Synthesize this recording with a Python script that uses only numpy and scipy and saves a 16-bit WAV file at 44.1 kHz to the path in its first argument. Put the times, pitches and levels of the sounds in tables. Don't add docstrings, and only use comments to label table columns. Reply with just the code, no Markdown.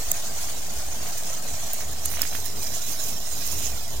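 import sys
import numpy as np
from scipy import signal
from scipy.fft import rfft, irfft, next_fast_len
from scipy.io import wavfile
from scipy.ndimage import uniform_filter1d, map_coordinates

SR = 44100
rng = np.random.default_rng(int(sys.argv[2]) if len(sys.argv) > 2 else 0)


def unload_audio(sound):
    columns = np.transpose(np.atleast_2d(sound))
    steps = np.round(np.clip(columns, -1, 1) * 32767)
    wavfile.write(sys.argv[1], SR, steps.astype(np.int16))


N = 176400

# time_s, gain_db
HISS_SWELL = [(0, 1.5), (.55, 1), (.75, 0.3), (1.15, 1.5), (1.5, 0), (1.78, 2.5), (1.88, -0.5), (2.1, 1.5),
              (2.6, 1.5), (3.3, 1.5), (3.65, 2), (4, -0.5)]

def ember_hiss(level_db=-21):
    swell_db, = curves(HISS_SWELL)
    flutter_db = 0.86 * wobble(14) + wobble(70)
    noise = unit(coder_warble(rng.standard_normal((2, N)), depth_db=4.5))
    return low_cut(noise * amp(level_db + swell_db + flutter_db), corner_hz=790)


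def ember_crackle(level_db=-20.5):
    envelope = amp(level_db) * bursts(per_s=68, spread_db=2, t60_s=0.012)
    return low_cut(envelope * rng.standard_normal((2, N)), corner_hz=4140)


# frequency_hz, facing_left_db, facing_right_db, away_left_db, away_right_db
EMBER_COLOUR = [(1330, -13.5, -13.5, -17.5, -16.5), (2730, -15, -14, -19, -15),
                (3840, -14, -13, -14.5, -13.5), (3920, -11, -12, -13.5, -6.5),
                (4850, -19, -10.5, -21.5, -16.5), (4850, -9.5, -13.5, -10, -6), (5860, -19, -6, -23, -6.5),
                (6620, -10.5, -2.5, -13, -5), (7300, -7.5, -11, -20, -5), (7970, -17, -6.5, -39, -15.5),
                (8100, -11, -14, -10, -12), (9620, -11.5, -16, -19, -14),
                (11400, -21.5, -17.5, -21.5, -14.5), (13200, -14.5, -14, -24, -10.5),
                (15300, -20, -13.5, -26, -13)]

def embers():
    source = ember_hiss() + ember_crackle()
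    hz, left, right, left_away, right_away = np.transpose(EMBER_COLOUR)
    facing = coloured(source, np.c_[hz, left, right])
    away = coloured(source, np.c_[hz, left_away, right_away])
    return (1 - tilt()) * facing + tilt() * away


# start_s, level_db, right_over_left_db, t60_s, ring_hz, treble_edge_hz
CHARCOAL_SPLITS = [(.1162, -3.8, 5, .008, 6500, 17000), (1.7331, -13, 6, .009, 15000, 17000),
                   (1.7421, -22.5, 6, .010, 12500, 15000), (2.0545, -19, 3, .014, 10500, 13000),
                   (2.0573, -13.8, 3, .019, 7100, 12800), (2.2181, -4.4, 9, .007, 5300, 18000)]
# frequency_hz, gain_db
SPLIT_COLOUR = [(300, -8), (4200, -14), (6600, -3), (8500, 6), (10300, -1), (11800, 5), (15200, 10),
                (17000, -8)]

def snaps(left_lag_s=.0003, attack_s=.00015, ring_db=-5, ring_t60_s=.013):
    out, t = np.zeros((2, N)), np.arange(SR // 20) / SR
    age = np.maximum(t - np.array([[left_lag_s], [0]]), 0)
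    rise = 1 - np.exp(-age / attack_s)
    for start_s, level_db, right_db, t60_s, ring_hz, edge_hz in CHARCOAL_SPLITS:
        burst = unit(coloured(rng.standard_normal((2, len(t))), SPLIT_COLOUR))
        burst = filtered(burst, lambda hz: 1 / np.sqrt(1 + (hz / edge_hz) ** 20))
        ring = np.sin(2 * np.pi * (ring_hz * t + rng.random((2, 1))))
        ring *= amp(ring_db - 60 * age / ring_t60_s)
        envelope = amp(-60 * age / t60_s) * rise
        snap = np.array([unit(side) for side in burst * envelope + ring * rise])
        snap *= np.sqrt(np.mean(envelope ** 2))
        add(out, start_s, amp(level_db) * placed(right_db) * snap)
    return out


# start_s, level_db, right_over_left_db
DULL_TICKS = [(1.0595, -24, 8), (1.807, -28, 1), (2.1158, -23, 20), (2.1387, -21.5, 22), (2.1711, -18, 26),
              (2.194, -17, 26), (2.2121, -18, 26), (2.2308, -15, 23), (2.2522, -20, 26), (2.3268, -22, 22),
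              (2.3503, -17, 15.5)]
# frequency_hz, gain_db
CRUNCH_COLOUR = [(100, -23), (800, -33), (1800, 2.5), (3200, 1), (6000, -11), (15000, -5.5)]

def ticks(click_hz=1650, click_t60_s=.002, knock_hz=240, knock_t60_s=.05, tail_t60_s=.11):
    out, t = np.zeros((2, N)), np.arange(SR // 10) / SR
    crumbs_per_s = 2500
    for start_s, level_db, right_db in DULL_TICKS:
        detune = amp(rng.normal(0, 1))
        click = np.sin(2 * np.pi * click_hz * detune * t) * amp(-60 * t / click_t60_s)
        knock = np.sin(2 * np.pi * knock_hz * detune * t) * amp(-17 - 60 * t / knock_t60_s)
        crumbs = rng.standard_normal((2, len(t))) * (rng.random(len(t)) < crumbs_per_s / SR)
        tail = unit(coloured(crumbs, CRUNCH_COLOUR)) * amp(-11.5 - 60 * t / tail_t60_s)
        add(out, start_s, amp([[level_db - right_db], [level_db]]) * (2 * click + knock + tail))
    return out


# centre_s, half_width_s, level_db, extra_treble_db
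CLOTH_STROKES = [(1.18, 0.0043, -25, -3), (1.807, 0.0074, -35, -2), (2.125, 0.024, -41, 14),
                 (2.355, 0.0095, -41, 9), (2.46, 0.0055, -36, 11.5), (2.634, .013, -30.5, 1),
                 (2.755, 0.012, -28, -5), (2.823, 0.0071, -28, -11), (2.88, 0.016, -28, -1),
                 (2.914, 0.014, -28, 2), (3.04, 0.022, -30.5, 0), (3.09, 0.022, -29.5, 1),
                 (3.471, .012, -26, 1), (3.524, 0.019, -28.5, 1), (3.595, 0.026, -31.5, 0),
                 (3.646, .036, -27.5, -3)]
# frequency_hz, left_db, right_db
FIBRE_COLOUR = [(1500, -22, -19), (3000, -19, -15), (4500, -17, -14), (5200, -14, -4), (7000, -12, 2),
                (7700, -11, -8), (10500, -17, -7), (12000, -20, -8), (13000, -21, -4), (15300, -21, -4.5)]
# frequency_hz, gain_db
RUB_COLOUR = [(800, -5), (1800, -19), (2700, -3), (5000, -13), (9000, -12), (16000, -17)]

def rustle(treble_hz=8500, slow_stroke_s=0.044, rub_db=-7.5):
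    t = np.arange(N) / SR
    powers = np.array([amp(db) ** 2 * np.exp(-((t - s) / width) ** 2)
                       for s, width, db, _ in CLOTH_STROKES])
    _, widths, _, treble_db = np.transpose(CLOTH_STROKES)
    grains = unit(rng.standard_normal((2, N)) * amp(3 * wobble(600)))
    fibres = coloured(coder_warble(grains, depth_db=4), FIBRE_COLOUR)
    fibres = unit(low_cut(fibres, corner_hz=1200))
    treble = filtered(fibres, lambda hz: hz > treble_hz)
    slide = np.sqrt(powers.sum(axis=0)) * (fibres - treble)
    slide += np.sqrt(amp(treble_db) ** 2 @ powers) * treble
    rub = unit(coloured(rng.standard_normal((2, N)), RUB_COLOUR))
    rub *= np.sqrt((widths / slow_stroke_s) ** 2 @ powers)
    return slide + amp(rub_db) * rub * placed(right_db=3.5)


# frequency_hz, gain_db
POT_RESONANCE = [(300, -35), (540, -9), (620, 0), (700, 1), (800, -5), (1050, -16), (2500, -40)]

def pot(facing_db=-46, tilt_loss_db=3):
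    bubbles = bursts(per_s=240, spread_db=2, t60_s=.03) * pair(alike=.75)
    return amp(facing_db - tilt_loss_db * tilt()) * unit(coloured(bubbles, POT_RESONANCE))


# centre_s, peak_db
AIR_PUFFS = [(.09, -36), (.78, -32), (.89, -37), (1.53, -35), (3.53, -37), (3.98, -36)]

def puffs(pitch_hz=54, half_width_s=.025):
    t = np.arange(N) / SR
    swing = np.sin(2 * np.pi * np.cumsum(pitch_hz * amp(3.3 * wobble(20))) / SR)
    return swing * sum(amp(db) * np.exp(-((t - s) / half_width_s) ** 2) for s, db in AIR_PUFFS)


# frequency_hz, gain_db
RUSH_COLOUR = [(30, 5.5), (120, 3), (175, 1), (280, -2), (360, -5.5), (440, -2.5), (560, -8.5), (900, -9.5),
               (1300, -15), (2000, -23), (5000, -89)]

def outdoor_rush(rise_db_per_s=0.06):
    level_db = -44 + rise_db_per_s * np.arange(N) / SR + 2.02 * wobble(20)
    return amp(level_db) * unit(coloured(pair(alike=.56), RUSH_COLOUR))


# frequency_hz, gain_db
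RUMBLE_COLOUR = [(8, -43), (22, -18), (38, -1.5), (65, 1.5), (95, -9), (130, -21.5), (300, -25),
                 (1000, -90)]
# time_s, level_db
RUMBLE_SWELL = [(0, -45), (.7, -44.5), (1.0, -52.5), (2.3, -59), (3.3, -48), (3.55, -38), (3.85, -41.5)]

def rumble():
    level_db, = curves(RUMBLE_SWELL)
    return amp(level_db) * unit(coloured(pair(alike=.6), RUMBLE_COLOUR))


# time_s, pitch_hz, level_db
HUM_GLIDE = [(1.78, 72, -65), (1.86, 73, -43.5), (2.2, 76, -46.5), (2.65, 86, -46), (2.9, 92, -68)]

def hum():
    pitch_hz, level_db = curves(HUM_GLIDE)
    envelope = np.sqrt(2) * amp(level_db + 2.5 * wobble(20))
    return envelope * np.sin(2 * np.pi * np.cumsum(pitch_hz + 4 * wobble(30)) / SR)


def tilt(start_s=1.44, end_s=2.74):
    return curves([(start_s, 0), (end_s, 1)])[0]


def bursts(per_s, spread_db, t60_s):
    hits = (rng.random(N) < per_s / SR) * amp(spread_db * np.minimum(rng.exponential(size=N), 3))
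    decay = amp(-60 * np.arange(SR // 20) / SR / t60_s)
    return np.sqrt(np.abs(signal.fftconvolve(hits ** 2, decay ** 2)[:N]))


def coder_warble(x, depth_db):
    spectra = signal.stft(x, nperseg=1024)[2]
    patches = uniform_filter1d(rng.standard_normal(spectra.shape), size=3, axis=1)
    patches = uniform_filter1d(patches, size=4, axis=2)
    return signal.istft(spectra * amp(depth_db * unit(patches)), nperseg=1024)[1][:, :N]


def amp(db):
    return 10 ** (np.asarray(db) / 20)


def unit(x):
    return x / np.sqrt(np.mean(x ** 2) + 1e-20)


def curves(rows):
    times, *columns = np.transpose(rows)
    return [np.interp(np.arange(N) / SR, times, column) for column in columns]


def wobble(per_s):
    return map_coordinates(rng.standard_normal(int(N * per_s / SR) + 4), [np.arange(N) * per_s / SR])


def filtered(x, response):
    size = next_fast_len(x.shape[-1] + 8192)
    return irfft(rfft(x, size) * response(np.fft.rfftfreq(size, 1 / SR)), size)[..., :x.shape[-1]]


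def coloured(x, table):
    knots_hz, *gains = np.transpose(table)
    return filtered(x, lambda hz: amp([np.interp(np.log(hz + 1), np.log(knots_hz), db) for db in gains]))


def low_cut(x, corner_hz):
    return filtered(x, lambda hz: hz ** 2 / np.sqrt(hz ** 4 + corner_hz ** 4))


def pair(alike):
    return np.sqrt(alike) * rng.standard_normal(N) + np.sqrt(1 - alike) * rng.standard_normal((2, N))


def add(out, start_s, sound):
    part = out[:, round(start_s * SR):][:, :sound.shape[-1]]
    part += sound[..., :part.shape[-1]]


def placed(right_db):
    return amp([[-right_db / 2], [right_db / 2]])


def scene():
    near = embers() + snaps() + ticks() + rustle() + pot()
    background = (outdoor_rush() + rumble() + hum()) * placed(right_db=0.3)
    return near + background + puffs()


def record(dry):
    ceiling, top_hz, offset = .9, 15950, .0537
    rounded = dry / (1 + np.abs(dry / ceiling) ** 6) ** (1 / 6)
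    return filtered(rounded, lambda hz: hz < top_hz) + offset


dry = scene()
out = record(dry)
unload_audio(out)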